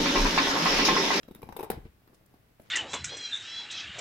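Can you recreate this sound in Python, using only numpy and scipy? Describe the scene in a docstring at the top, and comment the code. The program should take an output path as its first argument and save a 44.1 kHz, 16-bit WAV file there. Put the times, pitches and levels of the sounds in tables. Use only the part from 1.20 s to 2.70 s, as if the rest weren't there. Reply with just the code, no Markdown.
"""A dog gnaws a large bone on a carpet, close to the microphone in a living room with a quiet tone.
Small wet clicks, cavity pops and swelling bands of noise (ticks, soft brushing) come first and return late.
Teeth drag and catch: damped modes knock jaw and bone, noise bursts crush it, short wavering tones squeak.
Low damped pushes with noise puffs bump on the carpet from early on and after the crack.
At half a second comes that one hard crack with a few gritty snaps; then the dog mouths the bone quietly."""
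import sys
import numpy as np
from scipy import signal
from scipy.fft import rfft, irfft, next_fast_len
from scipy.io import wavfile
from scipy.ndimage import uniform_filter1d

SR = 44100
rng = np.random.default_rng(int(sys.argv[2]) if len(sys.argv) > 2 else 0)


def output_pcm(signal):
    """Save a mono or channel-first signal as 16-bit PCM at the path in sys.argv[1].

    Samples are clipped to [-1, 1] before scaling.
    """
    pcm = np.clip(np.atleast_2d(signal).T, -1, 1) * 32767
    wavfile.write(sys.argv[1], SR, np.round(pcm).astype(np.int16))


N = 66150  # 1.5 s

# In all spectra the levels shape the colour only: the noise is then scaled to rms 1.
# Room tone: (frequency [Hz], relative level [dB per Hz])
AIR_SPECTRUM = [(15, -31), (35, -42), (60, -16), (115, 1.5), (180, -11), (300, -10.5), (550, -17.5),
                (900, -16), (2000, -17.5), (7000, -30), (11000, -28.5), (15500, -25)]
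AIR_DB = -66.5
# Left-right likeness of diffuse sound: (frequency [Hz], correlation [-1 to 1])
STEREO_LIKENESS = [(50, 0.96), (250, 0.78), (600, 0.22), (1500, 0.028), (12000, 0.017)]
# Decay of the room: (frequency [Hz], t60 [s])
ROOM_DECAY = [(100, 0.86), (400, 0.26), (1500, 0.32), (4000, 0.28), (14000, 0.047)]
# Strength of the room's answer: (frequency [Hz], level against the direct sound [dB])
ROOM_LEVEL = [(80, -25), (300, -13), (900, -4), (3000, -3.5), (7000, -6), (14000, -8.5)]
ROOM_BUILD_S = 0.00057  # time constant of the room's onset

# The dog shifting its weight: (time [s], level before panning [dB])
SHIFT_LEVEL = [(0, -73), (.15, -63.5), (.28, -56), (.4, -72), (.5, -60), (.58, -47.5), (.66, -54.5),
               (.73, -71), (1.5, -75.5)]
# Low rumble of that weight: (frequency [Hz], relative level [dB per Hz])
RUMBLE_SPECTRUM = [(22, -59), (31, -5), (41, 6.5), (52, -5.5), (64, 7.5), (85, -1.5), (150, -14),
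                   (400, -45.5)]

# Bone and paw bumping on the carpet: (time [s], level before muffling and panning [dB], pitch [Hz])
BUMPS = [(.112, -49, 208), (0.158, -63, 155), (0.234, -46.5, 131), (0.267, -54.5, 71), (0.296, -50, 123),
         (0.325, -51, 68), (0.504, -40, 198), (0.575, -43.5, 149), (.587, -50.5, 75.5), (0.609, -56, 113),
         (.653, -44.5, 97.3), (1.399, -54, 140)]
# Dull puff of each bump: (frequency [Hz], relative level [dB per Hz])
PUFF_SPECTRUM = [(40, -6), (130, 5.5), (400, 1), (700, -12), (1500, -32)]
BUMP_T60_S, BUMP_RISE_S, BUMP_PUFF_DB = 0.026, 0.00031, -0.5  # puff level against the push
CARPET_HZ = 540  # the pile muffles more and more from here up

# Short ticks, a late knock's noise and soft brushing:
# (time [s], length [s], level before the swell [dB], centre [Hz], width [octaves])
NOISE_SWELLS = [(0.03, 0.0055, -51.5, 1870, 1.16), (0.64, 0.04, -66, 1650, 0.86),
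                (0.873, 0.018, -65, 1120, 0.8), (0.937, 0.023, -64.5, 5470, 1.2),
                (1.06, 0.0056, -60.5, 11000, 0.86), (1.3977, 0.006, -54.5, 2220, 0.58),
                (1.405, 0.11, -67.5, 1190, 1.37), (1.387, 0.063, -66.5, 12400, 0.75)]
# Lip and tongue smacks: (time [s], click level [dB], cavity pop level [dB], cavity pitch [Hz])
SMACKS = [(0.08, -61.5, -54, 245), (0.875, -64.5, -63, 336), (.930, -66, -60.5, 326),
          (1.139, -67.5, -65.5, 794), (1.142, -69, -57.5, 266), (1.3969, -64, -54.5, 567)]
# Wet click: (frequency [Hz], relative level [dB per Hz])
SMACK_SPECTRUM = [(300, -2), (1200, 9), (2500, -18), (4200, -5.5), (6000, -14.5), (8000, -24),
                  (13000, -1.5), (16000, -28.5)]
SMACK_T60_S, POP_T60_S = 0.02, 0.014

# Teeth dragging between catches: (time [s], level before panning [dB])
DRAG_LEVEL = [(0, -66.5), (.06, -63), (.1, -56.5), (.135, -73), (.2, -56), (.26, -55.5), (.35, -55.5),
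              (.41, -51.5), (.45, -48), (.495, -63), (.535, -42), (.6, -66.5), (.7, -73), (.9, -66.5),
              (1.15, -66.5), (1.38, -74), (1.42, -64), (1.5, -63.5)]
# Scrape of the teeth: (frequency [Hz], relative level [dB per Hz])
SCRAPE_SPECTRUM = [(60, 9.5), (200, 12.5), (420, 6.5), (650, 5.5), (950, -9.5), (1600, -15), (3800, -44),
                   (5000, -13.5), (8000, -44), (12000, -9), (16000, -57)]
SLIPS_PER_S, DRAG_ROUGH_DB = 450, 5  # rate and depth of the random gain steps

# Enamel squeaking briefly over the bone: (time [s], level [dB], pitch [Hz])
SQUEAKS = [(.109, -67, 3730), (.146, -64.5, 3670), (.155, -65.5, 3590), (.226, -58, 2344),
           (.2275, -64.5, 3840), (.364, -57.5, 3680), (.3875, -59, 2670), (.4045, -58, 2600)]
SQUEAK_S, SQUEAK_WAVER = 0.0069, 0.045  # length, rms waver as a share of the pitch

# Splinters breaking off after the hard crack: (time [s], level [dB])
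SPLINTERS = [(0.5061, -46), (0.5099, -44.5), (.516, -42.5), (.536, -62)]
# Snap of a splinter: (frequency [Hz], relative level [dB per Hz])
SPLINTER_SPECTRUM = [(400, 14), (1100, 10.5), (1700, 12.5), (2600, -4.5), (3900, 2), (6000, -7), (9000, -4),
                     (12500, 3.5), (16000, 4)]
SPLINTER_T60_S = 0.0086

# Tooth catches, each level before its trim and panning: (time [s], crunch level [dB],
# jaw knock level [dB], bone knock level [dB], grit level [dB], jaw pitch [Hz], bone pitch [Hz],
# crunch and grit t60 [s])
BITES = [(0.0853, -56.5, -46, -45, -57, 288, 463, 0.015), (0.1091, -50, -45, -62, -56, 357, 850, 0.037),
         (0.148, -40, -53, -66, -53.5, 422, 1540, 0.013), (.157, -50, -48, -62, -58, 230, 1460, 0.03),
         (0.218, -45.5, -50.5, -54, -56.5, 270, 1090, 0.016),
         (0.2294, -43.5, -41.5, -43.5, -48.5, 446, 860, 0.015),
         (0.2889, -47.5, -44, -40.5, -49.5, 266, 852, 0.023),
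         (0.3242, -45.5, -48, -43, -46.5, 316, 890, 0.013), (0.3645, -33, -43, -36.5, -51, 437, 912, 0.017),
         (.3688, -33.5, -43.5, -44, -69, 415, 650, .012), (.390, -38, -37.5, -47, -46.5, 432, 910, 0.03),
         (0.3952, -41, -41, -35, -45, 378, 880, 0.022), (0.406, -36.5, -34.5, -40, -46.5, 400, 880, 0.025),
         (0.4283, -34, -42, -39, -47.5, 394, 920, 0.011), (0.433, -35, -34.5, -35.5, -49, 397, 833, 0.028),
         (0.4424, -42, -41, -46.5, -51.5, 457, 1113, 0.016), (.449, -57, -50, -59, -53, 426, 1110, .013),
         (0.5012, -22.5, -26.5, -28, -35.5, 436, 761, 0.0099)]
# Upper modes of the bone, damped by lips and paws, before a small random spread:
# (frequency [Hz], level against the main mode [dB], t60 [s])
BONE_MODES = [(1237, -14.5, 0.0074), (2460, -19, 0.0067), (3820, -21.5, 0.012)]
# Bright part of crushed bone: (frequency [Hz], relative level [dB per Hz])
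CRUNCH_SPECTRUM = [(3000, -8), (7000, -18), (8200, -4.5), (9300, -9), (11000, -1.5), (13000, 1), (15000, 1),
                   (16500, -46)]
# Darker part of crushed bone: (frequency [Hz], relative level [dB per Hz])
GRIT_SPECTRUM = [(300, -0.5), (1000, 15), (1700, 3), (2400, 5), (3100, -2.5), (3900, -6.5), (4600, -7.5),
                 (5800, -3), (7000, -16), (12000, -44)]
JAW_TRIM_DB, BONE_TRIM_DB, CRUNCH_TRIM_DB, GRIT_TRIM_DB = -2.5, -7.5, -13.5, -5
KNOCK_RISE_S, JAW_T60_S, BONE_T60_S = 0.0025, 0.016, 0.012
FRACTURES_PER_S, CRUNCH_ROUGH_DB = 1893, 7  # rate and depth of the random gain steps
CRUNCH_RISE = 0.25  # rise over t60: a slow crumble starts softly, a hard crack at once

# Left over right
JAW_PAN_DB, BONE_PAN_DB, CRUNCH_PAN_DB, GRIT_PAN_DB, DRAG_PAN_DB = 3.5, 11.5, 1.5, -6, 2.5
TOP_HZ, SOFT_TOP_HZ = 16800, 15850  # upper band limits of the whole mix and of the soft layers
T = np.arange(SR // 8) / SR  # clock of a short sound [s]


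def amp(db):
    """Decibels to gain."""
    return 10 ** (np.asarray(db) / 20)


def unit(x):
    """Scale to rms 1."""
    return x / np.sqrt(np.mean(x ** 2) + 1e-20)


def blow(x):
    """Scale a short sound to the energy of 10 ms at rms 1."""
    return unit(x) * np.sqrt(.01 * SR / x.shape[-1])


def along(points, hz):
    """Read (frequency [Hz], value) points on a log frequency axis."""
    f, v = np.transpose(points)
    return np.interp(np.log(hz + 1), np.log(f + 1), v)


def level(points):
    """Gain per sample from (time [s], level [dB]) points."""
    return amp(np.interp(np.arange(N) / SR, *np.transpose(points)))


def pan(db):
    """Left and right gains, db apart."""
    return amp(np.array([[db], [-db]]) / 2)


def filtered(x, response):
    """Shape x with a gain that depends on frequency."""
    n = x.shape[-1]
    m = next_fast_len(n + 8192)
    spectrum = rfft(x, m) * response(np.fft.rfftfreq(m, 1 / SR))
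    return irfft(spectrum, m)[..., :n]


def noise(spectrum, size):
    """Coloured stereo noise of rms 1, most alike left and right in the bass."""
    def mid_side_gain(hz):
        angle = np.arccos(np.clip(along(STEREO_LIKENESS, hz), -1, 1)) / 2
        return amp(along(spectrum, hz)) * [np.cos(angle), np.sin(angle)]

    mid, side = filtered(rng.standard_normal((2, size)), mid_side_gain)
    return unit(np.array([mid + side, mid - side]))


def fade(rise, t60):
    """Quick rise, exponential decay."""
    return (1 - np.exp(-T / rise)) * np.exp(-np.log(1000) * T / t60)


def ring(hz, rise, t60):
    """One damped mode of a struck body."""
    return np.sin(2 * np.pi * hz * T) * fade(rise, t60)


def grain(rate, depth_db, size):
    """A jagged random gain of rms 1."""
    knots = np.sqrt(3) * rng.uniform(-1, 1, size)  # rms 1
    steps = np.interp(np.arange(size) * rate / SR, np.arange(size), knots)
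    return unit(amp(depth_db * steps))


def burst(spectrum, t60):
    """A dying cluster of tiny fractures: coloured noise with a jagged gain."""
    dying = noise(spectrum, len(T)) * fade(CRUNCH_RISE * t60, t60)
    return blow(dying * grain(FRACTURES_PER_S, CRUNCH_ROUGH_DB, len(T)))


def add(out, s, x):
    """Mix x in at time s."""
    part = out[:, max(round(s * SR), 0):][:, :x.shape[-1]]
    part += x[..., :part.shape[1]]


def in_room(x):
    """A short sound followed by the room's answer: noise whose decay depends on frequency."""
    flat_noise = noise([(20, 0), (20000, 0)], SR // 2)
    hz, t, bands = signal.stft(flat_noise, SR, nperseg=256)
    t60 = along(ROOM_DECAY, hz)[:, None]
    shape = np.exp(-np.log(1000) * t / t60) * (1 - np.exp(-t / ROOM_BUILD_S))
    # even energy in every band, so that ROOM_LEVEL alone sets the strength
    shape = shape / np.sqrt(np.mean(shape ** 2, axis=1, keepdims=True) * SR / 2)
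    wet = amp(along(ROOM_LEVEL, hz))[:, None]
    response = signal.istft(bands * shape * wet, SR, nperseg=256)[1]
    response[:, 0] += 1  # the direct sound
    return signal.fftconvolve(x * np.ones((2, 1)), response, axes=1)


def room_tone():
    """Steady, quiet noise of the air in the room."""
    return amp(AIR_DB) * noise(AIR_SPECTRUM, N)


def weight_shifts():
    """The dog shifts on the floor: low noise rises and falls with its weight."""
    return level(SHIFT_LEVEL) * noise(RUMBLE_SPECTRUM, N) * pan(DRAG_PAN_DB)


def carpet_bumps():
    """Each bump is a low damped push and a dull puff, muffled by the carpet."""
    out = np.zeros((2, N))
    for s, db, hz in BUMPS:
        push = blow(ring(hz, BUMP_RISE_S, BUMP_T60_S))
        puff = amp(BUMP_PUFF_DB) * burst(PUFF_SPECTRUM, BUMP_T60_S)
        muffled = filtered(push + puff, lambda f: 1 / np.sqrt(1 + (f / CARPET_HZ) ** 6))
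        add(out, s, in_room(amp(db) * muffled * pan(JAW_PAN_DB)))
    return out


def noise_swells():
    """Short ticks, a late knock's noise and soft brushing: swelling bands of grainy noise."""
    out = np.zeros((2, N))
    t = np.arange(SR // 4) / SR
    for s, length, db, hz, octaves in NOISE_SWELLS:
        hiss = noise([(20, 0.0033), (20000, 0.0038)], len(t))  # practically flat
        band = filtered(hiss, lambda f: np.exp(-.5 * (np.log2((f + 1) / hz) / octaves) ** 2))
        swell = np.sin(np.pi * np.minimum(t / length, 1))
        grainy = unit(band) * swell * grain(SLIPS_PER_S, DRAG_ROUGH_DB, len(t))
        add(out, s, in_room(amp(db) * grainy))
    return out


def smacks():
    """Lips and tongue part with a wet noise click and a damped pop of the mouth cavity."""
    out = np.zeros((2, N))
    for s, click_db, pop_db, hz in SMACKS:
        click = amp(click_db) * burst(SMACK_SPECTRUM, SMACK_T60_S)
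        pop = amp(pop_db) * blow(ring(hz, KNOCK_RISE_S, POP_T60_S))
        add(out, s, in_room(click + pop))
    return out


def tooth_drag():
    """Teeth drag over the bone in tiny slips: scraping noise with a jagged gain."""
    scrape = noise(SCRAPE_SPECTRUM, N) * grain(SLIPS_PER_S, DRAG_ROUGH_DB, N)
    return level(DRAG_LEVEL) * scrape * pan(DRAG_PAN_DB)


def squeaks():
    """Enamel slides over the bone: a brief tone of unsteady pitch swells and fades."""
    out = np.zeros((2, N))
    swell = np.sin(np.pi * np.minimum(T / SQUEAK_S, 1))
    for s, db, hz in SQUEAKS:
        waver = unit(uniform_filter1d(rng.standard_normal(len(T)), size=30))
        pitch = hz * (1 + SQUEAK_WAVER * waver)
        tone = np.sin(2 * np.pi * np.cumsum(pitch) / SR)
        add(out, s, in_room(amp(db) * blow(tone * swell)))
    return out


def splinters():
    """The hard crack runs on in a few gritty snaps, each a short fracture burst."""
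    out = np.zeros((2, N))
    for s, db in SPLINTERS:
        add(out, s, in_room(amp(db) * burst(SPLINTER_SPECTRUM, SPLINTER_T60_S)))
    return out


def bone_knock(main_hz):
    """The bone rings in its main mode and in upper modes that vary a little from knock to knock."""
    knock = ring(main_hz, KNOCK_RISE_S, BONE_T60_S)
    for hz, db, t60 in BONE_MODES:
        gain = amp(db + rng.normal(0, 0.99))
        knock = knock + gain * ring(hz * np.exp(rng.normal(0, 0.018)), KNOCK_RISE_S, t60)
    return blow(knock)


def bites():
    """Each catch of a tooth knocks jaw and bone and crushes the surface; the grip sets the pitches."""
    out = np.zeros((2, N))
    for s, crunch_db, jaw_db, bone_db, grit_db, jaw_hz, bone_hz, crunch_t60 in BITES:
        jaw = amp(jaw_db + JAW_TRIM_DB) * blow(ring(jaw_hz, KNOCK_RISE_S, JAW_T60_S))
        bone = amp(bone_db + BONE_TRIM_DB) * bone_knock(bone_hz)
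        crunch = amp(crunch_db + CRUNCH_TRIM_DB) * burst(CRUNCH_SPECTRUM, crunch_t60)
        grit = amp(grit_db + GRIT_TRIM_DB) * burst(GRIT_SPECTRUM, crunch_t60)
        knocks = jaw * pan(JAW_PAN_DB) + bone * pan(BONE_PAN_DB)
        crushing = crunch * pan(CRUNCH_PAN_DB) + grit * pan(GRIT_PAN_DB)
        add(out, s, in_room(knocks + crushing))
    return out


def scene():
    """The dog over a quiet room tone; the soft layers stop sharply at their own band limit."""
    soft = room_tone() + weight_shifts() + noise_swells() + smacks() + tooth_drag()
    soft = filtered(soft, lambda hz: hz < SOFT_TOP_HZ)
    return soft + carpet_bumps() + squeaks() + splinters() + bites()


def record(dry):
    """A very steep low-pass closes the top of the band."""
    return filtered(dry, lambda hz: 1 / np.sqrt(1 + (hz / TOP_HZ) ** 200))


dry = scene()
out = record(dry)
output_pcm(out)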